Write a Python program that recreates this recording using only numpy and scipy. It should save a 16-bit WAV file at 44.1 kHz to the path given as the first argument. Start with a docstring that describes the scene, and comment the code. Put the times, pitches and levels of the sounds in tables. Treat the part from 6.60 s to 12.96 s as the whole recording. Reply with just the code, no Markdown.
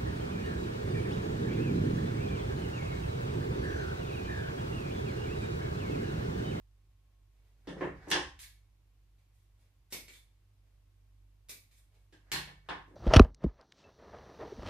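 """Dressmaking scissors snip a cord

The scissors are picked up from a table, opened, snip a cord, are closed and laid down again.
Each knock sounds the table board, the plastic handles and the steel blades; the blades rasp as they
slide and snap as they meet. A small bare room rings after it all, over a distant motor and faint hiss."""
import sys
import numpy as np
from scipy import signal
from scipy.fft import rfft, irfft
from scipy.io import wavfile

SR = 44100
rng = np.random.default_rng(int(sys.argv[2]) if len(sys.argv) > 2 else 0)


def transcribe(signal):
    """Save signal, clipped to [-1, 1], as a 16-bit WAV file at the path in sys.argv[1]."""
    frames = np.atleast_2d(signal).T
    limited = np.clip(frames, -1, 1)
    pcm = np.round(limited * 32767).astype(np.int16)
    wavfile.write(sys.argv[1], SR, pcm)


N = 280343
TIME = np.arange(N) / SR

# Blades snapping or clacking together: start_s, steel_db, tick_db, thud_db, tone_hz, tone_db
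SNIP_CUES = [(1.791, -59, -58, -83.5, 1920, -73), (1.830, -57, -57.5, -86.5, 1780, -63.5),
             (2.584, -84.5, -88, -86, 2300, -88.5), (3.3244, -49, -42, -50.5, 1945, -59.5),
             (3.3281, -47.5, -57, -53, 2100, -57), (3.481, -58.5, -63.5, -62.5, 2290, -60),
             (3.536, -65, -72, -96, 3530, -64), (4.8938, -57, -46.5, -59.5, 2320, -54.5),
             (5.112, -73, -75, -85.5, 2344, -89), (5.528, -73, -89, -82, 1634, -69.5),
             (5.7174, -37.5, -41, -69, 1750, -52), (5.725, -62, -55.5, -71.5, 4250, -41)]
# Knocks on the table: the grip, a clatter on lifting, the set-down, then soft bumps.
# The spot struck favours one board pitch; a harder blow has a higher top.
# start_s, board_db, handles_db, blades_db, tick_db, spot_hz, top_hz
KNOCK_CUES = [ (1.072, -42.5, -59, -55, -70, 293, 5700), (1.086, -40, -66, -54.5, -66.5, 215, 3870),
              (1.125, -46.5, -78, -69, -79, 200, 3000), (1.167, -42.5, -70, -62, -87, 415, 2300),
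              (1.2090, -36.5, -40.5, -49, -74, 433, 2830), (1.217, -32.5, -49.5, -55, -77, 460, 2570),
              (1.246, -37.5, -49, -66, -72.5, 320, 2302), (1.471, -43.5, -54.5, -68, -74, 328, 2403),
              (1.484, -62, -64, -69, -60.5, 348, 4970), (1.5027, -46, -52.5, -50, -46, 360.4, 8000),
              (1.5141, -38, -42, -29.5, -41, 364.6, 12000), (1.518, -38, -38, -37.5, -65, 364, 6200),
              (1.551, -37.5, -37, -41.5, -63, 369.2, 3980), (5.525, -61, -75, -66.5, -77.5, 302, 5340),
              (5.7167, -47.5, -47.5, -44.5, -48, 68, 9100), (5.724, -47.5, -49, -53, -68.5, 146, 8000),
              (5.738, -44, -47.5, -42.5, -53, 196, 5100), (5.760, -51.5, -50.5, -42, -56, 150, 5000),
              (5.874, -57, -60, -57, -83, 156, 4200), (6.0878, -43, -40.5, -44, -64.5, 410, 4370),
              (6.105, -45.5, -42.5, -54, -85, 424, 3460), (6.277, -60.5, -76, -81.5, -84, 287, 2000),
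              (6.313, -58, -85, -81.5, -100, 280, 1500), (6.340, -57.5, -90, -86, -94, 298, 1500)]
# Rubbing strokes: start_s, length_s, level_db
SHEAR_STROKES = [(1.783, 0.039, -51.5), (2.70, .13, -81.5), (2.96, 0.053, -81), (3.300, .022, -56),
                 (3.485, 0.09, -62), (4.884, 0.015, -49.5), (5.112, 0.041, -71), (5.160, 0.021, -65),
                 (5.32, 0.13, -87)]  # edge sliding along edge
DRAG_STROKES = [(1.04, 0.065, -62.5), (1.16, 0.052, -52.5), (1.32, 0.1, -65), (1.395, 0.063, -58),
                (5.61, 0.14, -70.5), (6.02, 0.077, -69.5)]  # handles pulled over the table
CORD_STROKES = [(.62, 0.82, -80.5), (2.59, 0.063, -85), (2.98, 0.066, -78), (4.03, 0.052, -80),
                (4.21, 0.045, -94), (5.31, 0.058, -74.5)]  # fingers working the cord

# Tone colour of each layer: frequency_hz, gain_db
SNIP_STEEL_EQ = [(200, -50), (1000, -6.5), (1500, -8.5), (1900, 2), (2300, 1.5), (2900, -2.5), (3800, 1),
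                 (5000, -5.5), (8000, -7), (15000, -23)]  # bright body of the snap
SNIP_TICK_EQ = [(500, -32), (3000, -4), (5000, 2.5), (7500, -1.5), (9000, 0), (10500, 1), (12000, 2),
                (14500, -3)]  # its sharp edge
SNIP_THUD_EQ = [(50, -8), (150, -4), (400, -1), (650, -8.5), (1200, -26), (5000, -32)]  # its weight in the handles
BOARD_EQ = [(25, -31), (60, -9.5), (110, -15.5), (160, -10), (250, -12), (330, -4), (520, -9.5),
            (750, -16.5), (1500, -29), (5000, -60), (14000, -84.5)]  # table thud
HANDLE_EQ = [(100, -29.5), (400, -10), (520, -6.5), (660, -9.5), (770, -2), (890, 0), (1080, 0),
             (1280, -8.5), (1750, -4), (2200, -9), (3200, -23), (8000, -52.5), (14000, -83)]  # plastic clack
BLADE_EQ = [(200, -31), (1000, -20), (1380, -10), (1780, 4.5), (2050, -4.5), (2380, -10), (2720, -1),
            (3100, -3), (3500, -2), (3850, -6), (4300, -8), (4850, -9), (5450, -6), (8000, -20.5),
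            (14000, -40)]  # steel clash
KNOCK_TICK_EQ = [(300, -25), (2000, -10), (4000, 0.5), (6000, 5), (8000, 2), (10000, -1), (11500, -13.5),
                 (15000, -19.5)]  # bright tip of a knock
RASP_EQ = [(200, -23), (900, -13), (1400, -9.5), (1850, -3.5), (2300, -4), (2800, -11), (3600, 0),
           (4300, -6), (5500, -6), (10000, -2), (15000, -11)]  # sliding blades
SCUFF_EQ = [(60, -10), (300, 1.5), (600, -2.5), (1200, -4.5), (1900, -1), (2800, -18.5), (5000, -18),
            (14000, -41)]  # dragged handles
FIBRE_EQ = [(100, -8), (300, -3.5), (550, 2.5), (1200, -8.5), (2400, -6.5), (4000, -11.5), (14000, -19)]  # rustling cord
HISS_EQ = [(100, -4.5), (180, -6.5), (320, -3), (480, -6.5), (1000, -8), (1500, -11), (2400, -10),
           (4000, -13), (8000, -17.5), (14500, -18.5)]  # room air
RUMBLE_EQ = [(15, -20.5), (30, -13), (48, 1), (70, -4), (110, -4), (150, -17), (250, -26.5), (600, -57.5)]  # low room rumble

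# Ringing modes of each part: pitch_hz, level_db, t60_s
SNIP_RING = [(2230, -4.5, 0.69), (3660, -18, 0.23), (3980, -4, 0.11), (4390, -3, 0.37), (7400, 0, .25),
             (10500, -13, 0.22)]  # blades struck against each other
BOARD_RING = [(66.4, -4, 0.98), (147, -4, 0.65), (178.7, -1, 0.4), (205, -6.5, .2), (285, -3, 0.41),
              (312.5, 3.5, 0.25), (361.8, 2, .3), (432.5, -2, .2), (532, -0.5, 0.17)]  # table board
HANDLE_RING = [(658.4, -12, 0.13), (791, -8, .35), (883, 0.5, 0.16), (947, -8.5, .28), (1073, 2.5, 0.39),
               (1111, -4.5, 0.23), (1560, -7.5, .3), (1740, -2, 0.25), (1774, -7, 0.19)]  # plastic handles
BLADE_RING = [(1520, -8.5, 0.33), (1677, -1.5, 0.38), (1775, -5, 0.44), (1800, 1, 0.18), (2230, -9.5, .35),
              (2820, -4.5, .25), (2850, -6.5, 0.11), (3105, -2, 0.33), (3420, -3, .28), (3530, -2.5, 0.094),
              (4107, -5.5, 0.22), (4580, -11, 0.18), (5060, -15, .4), (5830, -14, 0.31)]  # blades knocked on the table

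# Decay of the small bare room: band_hz, t60_s
ROOM_DECAY = [(60, 0.86), (150, 0.38), (350, 0.27), (1000, 0.34), (2000, 0.37), (4000, 0.35), (8000, 0.34),
              (15000, 0.32)]
# A distant motor turning just under mains speed: pitch_hz, level_db
MOTOR_PARTIALS = [(49.3, -64.5), (98.7, -71.5), (148, -91), (286, -96.5), (344.5, -97), (1087, -99)]


def snips(chatter_s=0.0043, ring_db=-8, tone_width_hz=90):
    """The cord gives way or the blades meet their stop: a bright snap, a small thud in the handles."""
    out = np.zeros((2, N))
    for start_s, steel_db, tick_db, thud_db, tone_hz, tone_db in SNIP_CUES:
        layers = zip((steel_db, tick_db, thud_db), (SNIP_STEEL_EQ, SNIP_TICK_EQ, SNIP_THUD_EQ))
        snap = sum(undb(db) * colour(contact(chatter_s), eq) for db, eq in layers)
        # the blades' main tone changes with the opening; the hand damps it and the room carries it on
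        resonance = signal.iirpeak(tone_hz, tone_hz / tone_width_hz, fs=SR)
        tone = signal.lfilter(*resonance, contact(chatter_s))
        tone *= np.sqrt(SR / (np.pi * tone_width_hz))  # make-up gain for the narrow band
        add(out, start_s, in_room(snap + undb(tone_db) * tone))
        add(out, start_s, undb(steel_db + ring_db) * ring(SNIP_RING, rise_s=0.0012))
    return out


def knocks(thud_db=-4, board_ring_db=-1, handle_ring_db=-3, blade_ring_db=-5.5):
    """Scissors meet the table: one blow is shared between board, handles, blades and a bright tick."""
    out = np.zeros((2, N))
    for start_s, board_db, handles_db, blades_db, tick_db, spot_hz, top_hz in KNOCK_CUES:
        chatter_s = 0.0068 * (4170 / top_hz) ** 0.55  # a softer contact chatters for longer
        layers = zip((board_db + thud_db, handles_db, blades_db, tick_db),
                     (BOARD_EQ, HANDLE_EQ, BLADE_EQ, KNOCK_TICK_EQ))
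        thud, clack, clash, tick = (undb(db) * colour(contact(chatter_s), eq) for db, eq in layers)
        add(out, start_s, in_room(thud + clack + soften(clash, top_hz) + tick))
        add(out, start_s, crack(tick_db, top_hz))
        board = undb(board_db + board_ring_db) * ring(board_modes(spot_hz), rise_s=0.0035)
        handles = undb(handles_db + handle_ring_db) * ring(HANDLE_RING, rise_s=0.011)
        blades = undb(blades_db + blade_ring_db) * soften(ring(BLADE_RING, rise_s=0.0036), top_hz)
        add(out, start_s, board + handles + blades)
    return out


def crack(tick_db, top_hz, trim_db=-6, chatter_s=0.00089, full_hz=9500):
    """The first touch of steel: a dry, bright click, strong only when the contact is hard."""
    eq = [(500, -27.5), (2500, -7.5), (6000, 1), (12000, -1.5), (15000, -6.5)]
    hardness = min(top_hz / full_hz, 1)
    click = np.array([colour(contact(chatter_s), eq) for _ in range(2)])
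    return undb(tick_db + trim_db) * hardness * click


def board_modes(spot_hz, off_spot_db=7, spot_octaves=0.27, db_per_octave=2.5):
    """The place of the blow decides which board modes swing most: those near spot_hz."""
    octaves_away = abs(np.log2(np.transpose(BOARD_RING)[0] / spot_hz))
    loss_db = off_spot_db * np.tanh(octaves_away / spot_octaves) + db_per_octave * octaves_away
    return [(hz, db - loss, t60) for (hz, db, t60), loss in zip(BOARD_RING, loss_db)]


def contact(chatter_s, size=8192):
    """One blow: a first touch and a fading chatter of tiny rebounds, even in spectrum."""
    fade = np.exp(-np.arange(size) / SR / chatter_s)
    force = rng.standard_normal(size) * fade
    for _ in range(5):
        whitened = irfft(np.exp(1j * np.angle(rfft(force))))
        force = whitened * np.minimum(20 * fade, 1)
    return force * np.sqrt(SR * 0.04) / np.linalg.norm(force)


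def ring(modes, rise_s, wide_hz=900):
    """Decaying modes, a little different at every blow; high ones reach left and right out of step."""
    t, out = np.arange(SR // 2) / SR, 0
    for (hz, db, t60), (vary_db, phase, lag) in zip(modes, rng.standard_normal((len(modes), 3))):
        phases = np.pi * phase + lag * min(hz / wide_hz, 1) * np.array([[1], [-1]])
        decay = np.exp(-np.log(1000) * t / t60)
        out = out + undb(db + vary_db) * np.sin(2 * np.pi * hz * t + phases) * decay
    return out * (1 - np.exp(-t / rise_s))


def soften(sound, top_hz):
    """A contact of finite length excites little above top_hz."""
    return signal.sosfilt(signal.butter(5, min(top_hz, 0.45 * SR), fs=SR, output="sos"), sound)


def friction(pressure, eq, slips_per_s, spread_db):
    """Dense stick-slip clicks of uneven size, following the pressure of the stroke."""
    slips = (rng.random(N) < slips_per_s / SR) * rng.standard_normal(N)
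    slips *= undb(spread_db * rng.standard_normal(N))
    return colour(unit(slips) * pressure, eq)


def hand_pressure(strokes, attack_share, release_s):
    """Pressure builds over the first part of each stroke, holds, and dies away after it."""
    pressure = np.zeros(N)
    for start_s, length_s, db in strokes:
        attack = np.sin(np.pi / 2 * np.clip((TIME - start_s) / (attack_share * length_s), 0, 1)) ** 2
        release = np.exp(-np.maximum(TIME - start_s - length_s, 0) / release_s)
        pressure += undb(db) * attack * release
    return pressure


def in_room(sound, direct_db=-8.5, build_s=0.00037, build_cycles=6, size=24000):
    """The direct path, then dense wall echoes, new for every spot; the bass blooms late and lingers."""
    t, hz = np.arange(size) / SR, np.fft.rfftfreq(size, 1 / SR)
    echoes, response = rfft(diffuse(size)), 0
    centres = np.transpose(ROOM_DECAY)[0]
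    for share, (band_hz, t60) in zip(np.eye(len(centres)), ROOM_DECAY):
        band = irfft(echoes * at_hz(np.c_[centres, share], hz))
        build = 1 - np.exp(-t / (build_s + build_cycles / band_hz))
        response = response + band * build * np.exp(-np.log(1000) * t / t60)
    response /= np.sqrt(np.sum(response ** 2) / 2)
    # the direct sound reaches the right side two samples sooner
    response[0, 2] += undb(direct_db)
    response[1, 0] += undb(direct_db)
    return signal.fftconvolve(sound[None], response, axes=1)


def motor_hum(waver_db=2.33, waver_rad=0.072):
    """A distant motor: its partials drift in phase together and waver in level one by one."""
    drift_s = waver_rad * wander(rate_hz=2) / (2 * np.pi * MOTOR_PARTIALS[0][0])
    hum = np.zeros(N)
    for hz, db in MOTOR_PARTIALS:
        amplitude = np.sqrt(2) * undb(db + waver_db * wander(rate_hz=4.1))
        hum += amplitude * np.sin(2 * np.pi * (hz * (TIME + drift_s) + rng.random()))
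    return hum


def room_tone(eq, level_db):
    """A steady bed of coloured noise from all around."""
    return undb(level_db) * unit(np.array([colour(channel, eq) for channel in diffuse(N)]))


def diffuse(size, alike_hz=650):
    """Stereo noise from all directions: nearly mono in the bass, wide in the treble."""
    likeness = 0.96 / (1 + (np.fft.rfftfreq(size, 1 / SR) / alike_hz) ** 2)
    mid, side = rfft(rng.standard_normal((2, size)))
    mid, side = mid * np.sqrt((1 + likeness) / 2), side * np.sqrt((1 - likeness) / 2)
    return irfft(np.array([mid + side, mid - side]), size)


def colour(sound, eq, size=4096):
    """Shape a sound with a unit-energy EQ curve."""
    cepstrum = irfft(np.log(undb(at_hz(eq, np.fft.rfftfreq(size, 1 / SR)))))
    # fold to minimum phase, so nothing rings ahead of an attack
    cepstrum[1:size // 2] *= 2
    cepstrum[size // 2 + 1:] = 0
    response = irfft(np.exp(rfft(cepstrum)))
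    return signal.fftconvolve(sound, response / np.linalg.norm(response))[:len(sound)]


def at_hz(curve, hz):
    """Read a curve of (frequency_hz, value) points on a log-frequency axis."""
    curve_hz, values = np.transpose(curve)
    return np.interp(np.log(hz + 1), np.log(curve_hz), values)


def wander(rate_hz):
    """Slow random modulation, spread near 1."""
    knots = rng.standard_normal(int(N / SR * rate_hz) + 2)
    return np.interp(TIME * rate_hz, np.arange(len(knots)), knots)


def undb(db):
    """Decibels to gain."""
    return 10 ** (np.asarray(db) / 20)


def unit(sound):
    """Scale to rms 1."""
    return sound / np.sqrt(np.mean(sound ** 2))


def pan(sound, right_db):
    """Tilt the balance so the right side leads by right_db."""
    return sound * undb(np.array([[-right_db], [right_db]]) / 2)


def add(track, start_s, sound):
    """Mix a stereo sound in at its cue."""
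    start = int(start_s * SR)
    track[:, start:start + sound.shape[1]] += sound[:, :N - start]


def scene():
    """Knocks, snips and rubbing sit a little to the right, over hum, hiss and rumble."""
    shear = hand_pressure(SHEAR_STROKES, attack_share=0.32, release_s=0.0056)
    drag = hand_pressure(DRAG_STROKES, attack_share=0.45, release_s=0.018)
    fingers = hand_pressure(CORD_STROKES, attack_share=0.21, release_s=0.025)
    rasp = friction(shear, RASP_EQ, slips_per_s=5700, spread_db=4.5)
    scuff = friction(drag, SCUFF_EQ, slips_per_s=1500, spread_db=4)
    rustle = friction(fingers, FIBRE_EQ, slips_per_s=400, spread_db=2)
    handling = knocks() + snips() + in_room(rasp + scuff + rustle)[:, :N]
    hum = pan(motor_hum(), right_db=2.3)
    hiss = room_tone(HISS_EQ, level_db=-79.5)
    rumble = room_tone(RUMBLE_EQ, level_db=-72.5)
    return pan(handling, right_db=0.88) + hum + hiss + rumble


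def record(dry, cutoff_hz=14750):
    """A steep low-pass takes off the very top."""
    return signal.sosfilt(signal.ellip(8, 0.2, 70, cutoff_hz, fs=SR, output="sos"), dry)


dry = scene()
out = record(dry)
transcribe(out)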